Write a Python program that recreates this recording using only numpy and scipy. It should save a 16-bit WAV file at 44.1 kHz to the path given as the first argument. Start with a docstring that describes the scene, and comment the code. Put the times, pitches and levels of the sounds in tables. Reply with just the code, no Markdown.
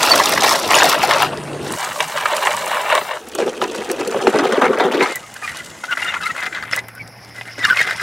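"""Plastic toy trucks pushed over dry leaves and dirt close to the microphone, in five corners of a yard.
At first far traffic rumbles behind; grit jolts the wheels and rings the hollow shells, leaves crackle,
parts knock, and a wooden fence throws a short echo back. From 3.2 s, in a quieter corner, a truck with
a deeper shell thumps along. From 5.1 s the last one rolls more softly on dry, squeaking axles, and from
6.75 s a faint hiss of insects swells behind it."""
import sys
import numpy as np
from scipy import signal
from scipy.fft import next_fast_len
from scipy.io import wavfile
from scipy.ndimage import uniform_filter1d

SR = 44100
rng = np.random.default_rng(int(sys.argv[2]) if len(sys.argv) > 2 else 0)


def materialize(psi):
    """Save the field psi as 16-bit PCM at rate SR to the path in sys.argv[1].

    A 1-D psi becomes a single channel; in a 2-D psi each row is a channel.
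    """
    bounded = np.clip(np.atleast_2d(psi).T, -1, 1)
    quanta = np.round(bounded * 32767).astype(np.int16)
    wavfile.write(sys.argv[1], SR, quanta)


N = 353682

# far traffic and air in each corner: (start [s], relative level [dB], [(frequency [Hz], density [dB])])
CORNERS = [ (0, -24, [(40, -21), (70, -3), (140, 0.5), (340, 7.5), (450, 5), (800, -9), (1700, -11.5),
           (3200, -30.5), (6500, -25), (9000, -18.5), (16000, -49)]), (1.75, -33, [(40, -20), (70, -14),
           (150, 0.5), (300, -6), (600, -26), (1500, -15.5), (4000, -11), (16000, -15.5)]),
           (3.101, -46.5, [(40, -5), (70, -12), (150, -4), (300, -13), (500, -21), (800, -18), (1500, -39),
           (4000, -16), (16000, -22)]), (5.14, -36, [(40, -27), (70, 4), (150, 6), (250, 2.5), (400, 0),
           (800, 2), (2000, -8), (3500, -18), (7000, -6.5), (16000, -29)]), (6.62, -38.5, [(40, -12),
           (60, -1), (90, 0), (190, 4), (350, -4.5), (750, -1.5), (1500, -13), (2300, -5), (3500, -31),
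           (6500, -60), (10000, -16.5), (16000, -31)]), ]
# low hums in the distance: (start [s], end [s], pitch [Hz], waver [Hz], level [dB])
DRONES = [(0.974, 1.755, 143.8, 3.3, -39.5), (1.1, 1.7, 96, 7.8, -48), (3.1, 4.25, 73, 5.1, -58.5),
          (6.652, 8.1, 115, 2.4, -47.5)]
# single dry leaves by the microphone: (time [s], level [dB], pitch [Hz])
LEAF_TICKS = [(0.0298, 11.5, 5100), (0.0732, -9, 4590), (0.1077, -4, 4560), (0.1979, -3, 5050),
              (0.2573, 8, 5560), (0.2927, -3, 9610), (0.4209, 8, 4300), (0.4928, 3, 5670),
              (0.538, -4, 5380), (0.7063, 1, 5710), (0.7512, 0, 6800), (0.8325, 3.5, 5630),
              (0.8964, -3, 5570), (1.0181, -12, 4980), (1.048, -11, 5700), (1.0984, -10, 5260),
              (1.1832, -6, 5530), (1.2231, -6, 9100), (1.3294, -34, 5240), (1.3728, -11, 4510),
              (1.4361, -16, 5260), (1.723, -11, 9100), (1.8277, -8, 4830), (2.0058, 4, 4400),
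              (2.174, -9, 4540), (2.2573, -9, 4830), (2.4284, -14, 9000), (2.5661, -6, 7180),
              (2.59, -14.5, 7000), (2.6599, -11.5, 8000), (2.6838, -18, 8970), (2.7457, -17, 8290),
              (2.9512, -5.5, 7400), (3.1093, -27, 5980), (3.2695, -27, 4400), (3.286, -19, 8270),
              (3.3503, -8.5, 7950), (3.3847, -7, 4360), (3.6172, -12, 4500), (3.6391, -4, 4430),
              (3.7479, -12, 5900), (3.7604, -12, 5950), (3.8457, -14.5, 5430), (3.9145, -4.5, 7350),
              (3.9973, -17, 6100), (4.0741, -7.5, 6100), (4.1121, -14, 6240), (4.3874, -4, 4510),
              (4.5221, -10, 4410), (4.6184, -18, 4400), (4.786, -19, 7100), (5.0244, -17, 4650),
              (5.1567, -6, 9410), (5.3403, -15, 7000), (5.6451, -15, 5630), (5.9618, -22, 5280),
              (6.136, -19, 4540), (6.7241, -16, 5290), (6.7625, -7, 7500), (6.7895, -9, 5060),
              (6.8838, -22.5, 10000), (6.9511, -25, 10400), (7.076, -17, 5000), (7.1756, -38, 5170),
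              (7.2469, -21, 5200), (7.65, 1, 4600), (7.7717, -15, 4610), (7.8047, -16, 5100)]
# dry axles: (start [s], length [s], first pitch [Hz], last pitch [Hz], level at the crest [dB])
AXLE_SQUEAKS = [(0.105, 0.029, 4660, 4370, -9), (.75, 0.0076, 6960, 6930, -16),
                (0.756, 0.017, 9700, 9500, -23), (0.786, 0.016, 6700, 6740, -19),
                (5.008, 0.058, 2120, 2136, -21), (5.089, 0.058, 2130, 2100, -30),
                (5.144, 0.034, 1950, 2010, -27), (5.22, 0.038, 1310, 1200, -40),
                (5.414, 0.058, 1287, 1146, -28), (5.43, 0.032, 2480, 2380, -23),
                (5.478, 0.038, 1986, 1967, -22), (5.587, 0.043, 1414, 1426, -33),
                (5.595, 0.015, 2080, 2020, -28.5), (5.834, 0.013, 1437, 1460, -22),
                (5.878, 0.031, 1420, 1586, -24.5), (5.902, 0.042, 1530, 1374, -17),
                (5.915, 0.024, 2800, 2820, -21.5), (6.02, .02, 2790, 2850, -23.5),
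                (6.056, .07, 2830, 2790, -26), (6.016, 0.015, 1410, 1460, -22),
                (6.039, 0.018, 2020, 1980, -25), (6.043, 0.028, 1424, 1354, -20.5),
                (6.076, .026, 3610, 3640, -24.5), (6.084, 0.032, 1260, 1460, -31),
                (6.158, 0.018, 1333, 1432, -17), (6.204, 0.013, 1490, 1410, -20),
                (6.217, 0.041, 1380, 1180, -27.5), (6.21, 0.061, 2660, 2620, -32),
                (6.262, 0.016, 4020, 4200, -35), (6.292, 0.018, 2640, 2660, -31),
                (6.231, 0.016, 3950, 3780, -24), (6.249, 0.036, 1290, 1444, -20.5),
                (6.253, 0.025, 2190, 1970, -21), (6.287, 0.026, 1290, 1320, -21),
                (6.299, 0.018, 1900, 1960, -22), (6.387, 0.017, 1470, 1480, -30),
                (6.414, .04, 1504, 1410, -25.5), (6.538, 0.06, 2070, 1980, -39),
                (6.612, 0.058, 1480, 1450, -39), (6.722, 0.015, 5500, 5070, -21),
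                (6.775, 0.028, 2000, 2030, -24), (6.96, 0.041, 1480, 1515, -35.5),
                (6.993, 0.036, 2370, 2165, -30.5), (7.364, 0.041, 2040, 1970, -35),
                (7.579, 0.064, 1950, 2000, -26), (7.629, 0.0355, 2023, 1466, -14.5),
                (7.634, 0.024, 3650, 3780, -20), (7.646, 0.019, 2900, 2850, -16),
                (7.668, 0.033, 1140, 1210, -22), (7.7, 0.016, 1500, 1570, -6),
                (7.712, 0.031, 1390, 1516, -13), (7.778, 0.031, 2174, 2150, -12.5),
                (7.801, 0.026, 1895, 1850, -7), (7.863, 0.024, 2040, 2040, -21),
                (7.882, .024, 1605, 1470, -22)]
# knocks of wheels and parts, and the sharp starts of axle squeaks:
# (time [s], blow [dB], shell thump [dB], pitch [Hz], crack against blow [dB])
KNOCKS = [(0.031, -4, -23, 744, -3), (0.072, 0, -28, 1280, -3), (0.107, 1, -37, 964, 0),
          (0.173, -2, -13, 1450, -10), (0.198, -11, -34, 937, 4), (0.327, -6, -7.5, 940, -1),
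          (0.376, 2, -21, 2070, -1), (0.42, -3, -28, 680, -1), (0.447, 3, -18, 695, -7),
          (0.516, -1, -28, 1050, 10), (0.702, 0, -11.5, 750, -13), (0.877, -11, -18, 950, -5),
          (0.899, -15, -27, 904, -3), (1.017, -5, -34, 2080, -5), (1.031, 1, -33, 776, 0),
          (1.08, -3, -20, 880, 2), (1.093, -4, -19, 670, -3), (1.182, -6, -30, 725, -3),
          (1.228, 1.5, -14, 734, -5), (1.33, -10, -45, 1060, -3), (1.828, -13, -36, 780, -1),
          (1.841, -8.5, -34, 1750, -3), (2.004, -5.5, -40, 1000, 13.5), (2.174, -1.5, -26, 2830, 1),
          (2.255, 3, -17, 1660, -1), (2.319, -12, -16.5, 960, 3), (2.427, -3.5, -19, 1660, -13),
          (2.457, -5, -12, 800, -7), (2.471, -1, -27, 1020, 9.5), (2.512, -7, -27, 1040, -5),
          (2.727, -5, -33, 1030, -5), (2.792, -10, -38, 1030, -3), (2.881, -9.5, -28, 886, -14),
          (2.899, -6, -18, 1250, -9), (2.924, 1.5, -27, 600, 1), (2.951, 1.5, -26, 1030, -8),
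          (2.977, -0.5, -28, 670, -2), (3.012, -8, -18, 816, -13), (3.11, -5, -30, 640, -8),
          (3.352, -7.5, -33, 3100, -15), (3.386, -4.5, -9, 640, 7), (3.477, -9.5, -11, 1200, -7),
          (3.615, -3, -38, 1360, 0), (3.887, -29, -13, 886, -3), (3.992, -9, -10.5, 694, -3),
          (4.144, -7.5, -6.5, 710, 7), (4.27, 2, 3, 560, 3.5), (4.339, -1.5, -6, 775, 0),
          (4.389, -15, -8, 900, -3), (4.449, -24, -10, 608, -3), (4.522, 4, -1, 1350, -8),
          (4.571, -10, 2.5, 605, -3), (4.617, 3, -9, 1100, -3), (4.731, -5, -25, 1060, -10),
          (4.786, -6, -27, 600, -8), (4.804, 0.5, -8, 643, 4), (4.933, -22, -5, 720, 4),
          (5.008, -1, -14, 796, -3), (5.025, 3.5, -19, 1500, -11), (5.361, -12, -45, 1500, -12),
          (5.476, -10, -46, 1920, 4), (5.838, -7, -45, 1480, -3), (5.888, -30, -47, 1510, -3),
          (5.907, -26, -43, 1520, -1), (5.971, -10.5, -26, 1820, 5), (6.026, -10, -44, 1500, 0),
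          (6.14, -1, -33, 1530, 4), (6.21, -14, -51, 1370, -6), (6.297, -22, -44, 1320, -7),
          (6.349, -17, -45, 1320, -3), (6.361, -14, -44, 1390, -5), (6.377, -7.5, -39, 1950, -8),
          (6.425, 0.5, -40, 1640, 4), (6.462, -8, -39, 2040, -3), (6.527, -14.5, -42, 2040, -5),
          (6.625, -11, -38, 1520, -1), (6.731, 1.5, -49, 2260, -20), (6.884, -17.5, -37, 2060, 8),
          (7.411, -10.5, -41, 2040, 13), (7.579, -16, -20, 2020, -3), (7.628, -6, -46, 1990, -12),
          (7.651, -3.5, -49, 1590, 4), (7.704, -23, -40, 1550, -3), (7.77, 2, -41, 2120, 10),
          (7.803, 1, -43, 1880, -3), (7.872, -9, -32, 2010, 0), (7.909, -3.5, -39, 1890, 14),
          (7.996, -3, -48, 1550, 0)]
# surges of crunch as a truck lurches on: (start [s], hold [s], lift [dB])
SHOVES = [(0.023, 0.31, 2), (0.322, 0.014, 2), (0.431, .13, 14.5), (0.703, 0.25, 11), (1.025, 0.028, 6),
          (1.089, 0.084, 11.5), (1.186, 0.076, 11), (1.704, 0.036, 7), (1.83, .04, 2), (1.994, 0.048, 10.5),
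          (2.17, 0.031, 3), (2.43, .07, 4), (2.706, 0.069, 4.5), (2.891, .1, 12), (3.077, 0.029, -1),
          (3.38, 0.051, 15.5), (3.461, 0.032, 10), (3.621, 0.025, 17.5), (3.745, 0.076, 4),
          (3.896, 0.016, 10.5), (3.989, 0.023, 11.5), (4.116, 0.1, 3.5), (4.27, 0.032, 2.5),
          (4.348, 0.056, 6.5), (4.522, 0.079, 7), (4.612, 0.053, 15.5), (4.798, 0.061, 7.5),
          (4.917, 0.03, 5.5), (5.005, .06, 5.5), (5.416, 0.14, 11.5), (5.555, 0.043, 13), (5.828, 0.012, 3),
          (5.907, 0.024, 17), (5.97, .04, 13.5), (6.02, 0.16, 10.5), (6.22, 0.096, 11), (6.348, 0.13, 18.5),
          (6.523, 0.067, 12), (6.634, 0.067, 15), (6.71, 0.088, 22), (6.955, 0.088, 1), (7.347, 0.053, 7.5),
          (7.45, 0.063, 12.5), (7.579, 0.12, 13), (7.682, 0.06, 4.5), (7.76, 0.09, 7), (7.865, 0.047, 7.5)]
# share of that lift each part takes: (wheels [ratio], shell [ratio], leaves [ratio])
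SHOVE_SHARE = [0.8, 0.48, 0.55]
# rolling drive before shoves, one list a corner: (time [s], wheels [dB], shell [dB], leaves [dB])
PASSES = [
    [(0.02, -15, -21, -14), (0.386, -17.5, -24.5, -19.5), (0.51, -24, -29.5, -23), (0.764, -17, -25.5, -19),
     (0.948, -20.5, -29.5, -23), (1.086, -19, -24, -24), (1.26, -24, -32.5, -32), (1.42, -32, -38, -72),
     (1.67, -29, -35, -32)],
    [(1.68, -32.5, -47, -29), (1.846, -25, -30.5, -26), (2.048, -30.5, -33.5, -31.5),
     (2.24, -21, -31.5, -24.5), (2.368, -20.5, -28, -25), (2.504, -23, -30.5, -24.5),
     (2.874, -23.5, -30, -34), (2.97, -29, -34, -43), (3.17, -25.5, -26.5, -35)],
    [(3.18, -38.5, -34, -38.5), (3.374, -36.5, -23, -38), (3.562, -32, -24.5, -34),
     (4.114, -27.5, -21, -30.5), (4.466, -19.5, -13, -32), (4.584, -22.5, -15.5, -38.5),
     (4.962, -18.5, -15.5, -38.5), (5.064, -18, -23.5, -28), (5.12, -19.5, -19, -28.5)],
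    [(5.13, -25.5, -54, -32), (5.2, -36, -69, -42), (5.652, -39.5, -45, -39.5), (5.892, -35.5, -61, -44),
     (6.048, -28.5, -52, -35.5), (6.13, -28.5, -55, -53), (6.238, -38, -64, -35), (6.486, -36, -43, -56),
     (6.61, -29, -43, -62)],
    [(6.62, -38, -39, -60), (6.76, -39, -53, -44.5), (7.056, -43, -70, -75), (7.294, -40.5, -45, -47),
     (7.458, -41.5, -48, -47.5), (7.622, -34, -54, -44.5), (7.774, -22.5, -60, -33),
     (7.852, -25, -35, -34.5), (8.02, -23.5, -35, -34)],
]
# each truck: (start [s], shell modes, wheel and frame modes, spectrum of the leaves under it)
# a mode is (pitch [Hz], width [Hz], relative level [dB]); a spectrum point (frequency [Hz], density [dB])
TRUCKS = [ (0, [(362, 200, -21), (622, 120, 32)], [(806, 330, -2), (1083, 270, -2), (1380, 160, -5),
          (1730, 440, -4.5), (2370, 1020, -2.5), (2720, 360, -4.5), (4130, 1500, -12.5)], [(1470, 1),
          (2500, -6), (3040, -6), (3380, 3), (4580, -1.5), (4840, -1), (5560, 0), (6450, -7),
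          (12900, -16.5), (16000, -25)]), (1.68, [(385, 120, -13.5), (607, 60, -1.5)], [(763, 180, 3),
          (1035, 180, 6.5), (1212, 135, 4), (1720, 590, 4.5), (2320, 117, -1.5), (2760, 290, -2.5),
          (3970, 490, -6)], [(1470, 3), (2500, -24), (2880, 7), (3180, -4), (3800, -10), (4110, -2),
          (5270, -6), (8200, -5), (14200, -24), (16000, -77)]), (3.18, [(206, 42, -18.5), (256.6, 50, -7.5),
          (344.5, 133, -0.5), (451, 146, 2.5), (584, 140, -10.5)], [(724, 580, 0), (1004, 45, -8),
          (1240, 540, -6.5), (2240, 1200, -2.5), (2860, 1700, -4), (3600, 1160, -10.5)], [(1470, -55),
          (2500, 9.5), (3380, 0.5), (4990, -6.5), (6060, -5), (9080, -11), (10900, -17), (12400, -25),
          (14900, -38), (16000, -46)]), (5.129, [(285, 630, -0.5), (527, 630, -10.5)], [(750, 1030, -2.5),
          (1225, 900, 0.5), (1550, 470, 1.5), (2070, 104, -3.5), (2360, 50, -17), (2520, 86, -14),
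          (3560, 1100, -14)], [(1470, -22), (2500, -13), (2850, 8), (3040, 0), (4310, -4.5), (5030, -6),
          (5920, -8), (10000, -12.5), (12800, -24), (16000, -38)]), ]
# stereo spread of the background: (frequency [Hz], side against mid [dB])
FAR_SIDE = [(60, -18), (300, -19), (1000, -24), (2500, -37), (16000, -23)]
# stereo spread of the trucks before widening: (frequency [Hz], side against mid [dB])
NEAR_SIDE = [(60, -25), (130, -41), (290, -48), (640, -47), (1410, -64), (3100, -29.5), (6820, -16.5),
             (15000, -16.5)]
# trucks in the image: (time [s], left over right before widening [dB], widening of side and lean [dB])
IMAGE = [(0, 0, 1), (1.25, 1, 8.5), (1.8, 1.5, -25), (2.3, -.5, 2.5), (3.13, 0.5, 14), (3.3, .5, -10),
         (3.9, 1, -8.5), (4.1, 0, 11.5), (5.1, 0.5, 10), (5.25, -0.5, -4), (5.9, 1.5, 2.5), (6.7, 1, 8),
         (6.85, 2.5, -32), (7.5, 0.5, -4), (8.02, .5, 7)]


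def gain_of(db):
    """Decibels to amplitude."""
    return 10 ** (np.asarray(db) / 20)


def unit_rms(x):
    """Scales to rms 1."""
    return x / np.sqrt(np.mean(x ** 2) + 1e-20)


def db_at(spectrum, hz):
    """Reads a spectrum on a log-frequency axis."""
    points_hz, db = np.transpose(spectrum)
    return np.interp(np.log(hz + 1), np.log(points_hz + 1), db)


def add(mix, start, sound):
    """Mixes a sound in at start seconds."""
    part = mix[round(start * SR):][:len(sound)]
    part += sound[:len(part)]


def gate(t, on, off, fade_s=0.034):
    """Equal-power fades, in at on and out at off."""
    return np.sqrt(np.clip((t - on) / fade_s + .5, 0, 1) * np.clip((off - t) / fade_s + .5, 0, 1))


def spans(table):
    """(on, off) times of rows that each last until the next starts."""
    edges = [-1, *[row[0] for row in table[1:]], N / SR + 1]
    return zip(edges[:-1], edges[1:])


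def wander(count, size, turn_s):
    """Slow random curves of rms 1 that turn over in about turn_s seconds."""
    steps = size // 64 + 2
    slow = uniform_filter1d(rng.standard_normal((count, steps)), max(int(turn_s * SR / 64), 2), 1)
    return [np.interp(np.arange(size) / 64, np.arange(steps), unit_rms(row)) for row in slow]


def burst(noise, db, t60, rise_s):
    """Shapes noise to a quick rise and a fall of 60 dB in t60 seconds."""
    t = np.arange(len(noise)) / SR
    return gain_of(db - 60 * t / t60) * (1 - np.exp(-t / rise_s)) * noise


def resonate(x, hz, width):
    """One damped mode, width Hz wide."""
    r, w = np.exp(-np.pi * width / SR), 2 * np.pi * hz / SR
    return np.sqrt(2 * (1 - r * r)) * np.sin(w) * signal.lfilter([1], [1, -2 * r * np.cos(w), r * r], x)


def ring(drive, modes, shift_db, shift_s):
    """Drives a body; as the point of contact moves, each mode is struck harder or softer."""
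    total = np.linalg.norm([gain_of(db) for _, _, db in modes])
    contact = wander(len(modes), len(drive), shift_s)
    body = sum((-1) ** k * resonate(drive * gain_of(db + shift_db * contact[k]), hz, width)
               for k, (hz, width, db) in enumerate(modes)) / total
    # a small body sends out little sound below its lowest mode
    return signal.sosfilt(signal.butter(3, 0.82 * modes[0][0], "high", fs=SR, output="sos"), body)


def scatter(x, t60, delay_samples, turn_hz=5):
    """Three sets of sparse echoes fade in turn at a steady rate, so no fixed ringing colour is heard."""
    turn = 2 * np.pi * turn_hz * np.arange(N) / SR
    slots = np.arange(delay_samples, 3980, 20)
    out = np.zeros(N)
    for k in range(3):
        taps = np.zeros(4000)
        signs = rng.choice([-1., 1.], len(slots))
        taps[slots + rng.integers(0, 20, len(slots))] = signs * gain_of(-60 * slots / SR / t60)
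        share = np.sqrt(2 / 3) * np.cos(turn + k * np.pi / 3)
        out += signal.oaconvolve(x * share, taps / np.linalg.norm(taps))[:N]
    return out


def far_traffic():
    """Distant traffic and air, a patchy noise coloured by each corner; two unrelated rows."""
    frames, hz = N // 512 + 5, np.fft.rfftfreq(2048, 1 / SR)
    t = np.arange(frames) * 512 / SR
    power = np.zeros((len(hz), frames))
    for (on, off), (_, db, spectrum) in zip(spans(CORNERS), CORNERS):
        density = gain_of(db_at(spectrum, hz)) ** 2
        power += np.outer(density / density.sum(), (gain_of(db) * gate(t, on, off)) ** 2)
    noise = rng.standard_normal((frames, len(hz), 5)).T
    patches = unit_rms(uniform_filter1d(uniform_filter1d(noise[4], 24, 0), 4, 1))
    spectra = (noise[[0, 2]] + 1j * noise[[1, 3]]) * np.sqrt(power) * gain_of(2.85 * patches)
    return 0.65 * signal.istft(spectra, nperseg=2048, noverlap=1536)[1][:, :N]


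def drones(t):
    """Low, distant tones that waver in pitch and level."""
    out = np.zeros(N)
    for on, off, hz, waver_hz, db in DRONES:
        drift, swell = wander(2, N, turn_s=0.069)
        tone = np.sqrt(2) * np.sin(2 * np.pi * np.cumsum(hz + waver_hz * drift) / SR)
        out += gain_of(db + 2.8 * swell) * gate(t, on, off) * tone
    return out


def insects(t, start_s=6.75, start_db=-57, swell_db_per_s=14, hz=5240, width_hz=800):
    """Insects in the last corner, a narrow, uneven hiss that swells; two unrelated rows."""
    hiss = resonate(resonate(rng.standard_normal((2, N)), hz, width_hz), hz, width_hz)
    flicker_db = 3.4 * wander(1, N, turn_s=0.033)[0]
    level_db = start_db + swell_db_per_s * (t - start_s) + flicker_db
    return unit_rms(hiss) * gain_of(level_db) * gate(t, start_s, 9)


def leaf_ticks():
    """Single dry leaves tick close by, each a few milliseconds of noise around its own pitch."""
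    out = np.zeros(N)
    for start, db, hz in LEAF_TICKS:
        tick = np.diff(burst(rng.standard_normal(900), db, t60=0.0075, rise_s=0.0021))
        add(out, start, resonate(resonate(tick, hz, 0.92 * hz), hz, 0.92 * hz))
    return out


def leaf_crackle(drive, spectrum):
    """Leaves differ in size: jolts are dealt out to six overlapping bands, clump by clump."""
    bands = [(hz, hz, 0) for hz in np.geomspace(2600, 13000, num=6)]
    crackle = ring(np.diff(drive, prepend=0), bands, shift_db=4.5, shift_s=.006)
    # a minimum-phase filter colours the crackle and keeps its attacks sharp
    colour_db = np.maximum(db_at(spectrum, abs(np.fft.fftfreq(2048, 1 / SR))), -70)
    log_response = np.conj(signal.hilbert(np.log(gain_of(colour_db))))
    impulse = np.fft.ifft(np.exp(log_response)).real[:512]
    return signal.oaconvolve(crackle, impulse / np.linalg.norm(impulse))[:len(drive)]


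def axle_squeak(length, from_hz, to_hz, db, flutter_db=3.0, overtone_db=-21.5):
    """Stick and slip on a dry axle: a gliding, wavering tone that swells, flutters and fades."""
    progress = np.arange(0, length, 1 / SR) / length
    waver, flutter = (unit_rms(uniform_filter1d(rng.standard_normal(6000), size))[:len(progress)]
                      for size in (90, 60))
    hz = (from_hz + (to_hz - from_hz) * progress) * (1 + .013 * waver)
    phase = 2 * np.pi * np.cumsum(hz) / SR
    tone = np.sqrt(2) * (np.sin(phase) + gain_of(overtone_db) * np.sin(2 * phase))
    swell_db = np.interp(progress, [0, 0.55, 1], [-10.5, 0, -10.5])
    return tone * gain_of(db + swell_db + flutter_db * flutter) * signal.windows.tukey(len(tone), .25)


def knocks():
    """Knocks and the sharp starts of squeaks: drives for wheels, shell and leaves, and a note each."""
    wheels, shell, leaves, notes = np.zeros((4, N))
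    for start, blow_db, thump_db, hz, crack_db in KNOCKS:
        noise = rng.standard_normal((4, 2600))
        chatter = burst(noise[1], blow_db - 8, t60=0.04, rise_s=0.00028)
        crack = burst(noise[3], blow_db + crack_db, t60=0.0028, rise_s=0.00014)
        strike = burst(noise[3], blow_db - 11.5, t60=0.04, rise_s=0.00078)
        add(wheels, start, chatter + crack)
        add(shell, start, burst(noise[0], thump_db, t60=0.083, rise_s=0.0036))
        add(leaves, start, burst(noise[2], blow_db - 29, t60=0.21, rise_s=0.0007))
        add(notes, start, ring(strike, [(hz, 0.22 * hz, 0)], shift_db=-4, shift_s=0.029))
    return np.array([wheels, shell, leaves]), notes


def grit(per_s, spread_db, bed, clump_db, clump_s):
    """Dirt under the wheels: random jolts of uneven size over a bed of noise, coming in clumps."""
    strength, side, chance = rng.random((3, N))
    size = gain_of(spread_db * np.minimum(-np.log(strength + 1e-9), 4)) * np.sign(side - .5)
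    jolts = unit_rms(size * (chance < per_s / SR)) + bed * rng.standard_normal(N)
    slow = uniform_filter1d(rng.standard_normal(N), int(clump_s * SR))
    clumps = unit_rms(uniform_filter1d(slow, 99))
    return unit_rms(jolts * gain_of(clump_db * clumps))


def shoves(t, rise_s=0.002, fall_s=0.011):
    """Lift in dB as a truck lurches on: each shove sets in quickly, holds and lets go."""
    return sum(db * np.clip((t - start) / rise_s, 0, 1) * np.clip((start + hold - t) / fall_s + 1, 0, 1)
               for start, hold, db in SHOVES)


def rolling_trucks(t):
    """Right at the microphone, grit and knocks ring each truck's shell and wheels and crush leaves."""
    roughness = [grit(per_s=1300, spread_db=2.95, bed=0.6, clump_db=2.4, clump_s=0.004),  # wheels
                 grit(per_s=400, spread_db=0.77, bed=0.53, clump_db=3.1, clump_s=0.028),  # shell
                 grit(per_s=1500, spread_db=1.2, bed=1.0, clump_db=0.5, clump_s=0.0041)]  # leaves
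    times, *levels = np.transpose(np.concatenate(PASSES))
    drives, out = knocks()
    lift_db = shoves(t)
    for drive, db, share, jolts in zip(drives, levels, SHOVE_SHARE, roughness):
        drive += gain_of(np.interp(t, times, db) + share * lift_db) * jolts
    for (on, off), (_, shell_modes, wheel_modes, leaf_spectrum) in zip(spans(TRUCKS), TRUCKS):
        part = slice(max(int((on - .1) * SR), 0), int((off + .2) * SR))
        wheel_drive, shell_drive, leaf_drive = drives[:, part] * gate(t[part], on, off)
        shell = ring(shell_drive, shell_modes, shift_db=2.0, shift_s=.04)
        wheels = ring(wheel_drive, wheel_modes, shift_db=2.5, shift_s=.02)
        add(out, part.start / SR, shell + wheels + leaf_crackle(leaf_drive, leaf_spectrum))
    return out


def scene():
    """Trucks close up, the fence echo and the far background, in a narrow stereo image."""
    t, fft_size = np.arange(N) / SR, next_fast_len(N)
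    near = rolling_trucks(t) + leaf_ticks()
    for start, *squeak in AXLE_SQUEAKS:
        add(near, start, axle_squeak(*squeak))
    near += gain_of(-10) * scatter(near, t60=0.053, delay_samples=60)  # echo off the wooden fence
    far, far_spread = far_traffic() + insects(t)
    far += drones(t)
    times, lean_db, widening_db = np.transpose(IMAGE)
    widening = gain_of(np.interp(t, times, widening_db))
    # a faint, shifting stereo spread around the trucks, widening and narrowing
    near_spread = scatter(near, t60=0.04, delay_samples=0) * widening
    hz = np.fft.rfftfreq(fft_size, 1 / SR)
    near_side = np.fft.rfft(near_spread, fft_size) * gain_of(db_at(NEAR_SIDE, hz))
    far_side = np.fft.rfft(far_spread, fft_size) * gain_of(db_at(FAR_SIDE, hz))
    side = np.fft.irfft(near_side + far_side, fft_size)[:N]
    pan_db = widening * np.interp(t, times, lean_db) / 2
    return np.array([near * gain_of(pan_db) + far + side, near * gain_of(-pan_db) + far - side])


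def record(dry):
    """The small microphone loses the deep bass, rounds off the highest peaks and ends at 15.9 kHz."""
    thin = signal.sosfilt(signal.butter(2, 55., "high", fs=SR, output="sos"), dry)
    rounded = thin / (1 + abs(thin) ** 6) ** (1 / 6)
    band_limit = signal.firwin(511, 15900, window=("kaiser", 9), fs=SR)
    return signal.oaconvolve(rounded, band_limit[None], "same")


dry = scene()
out = record(dry)
materialize(out)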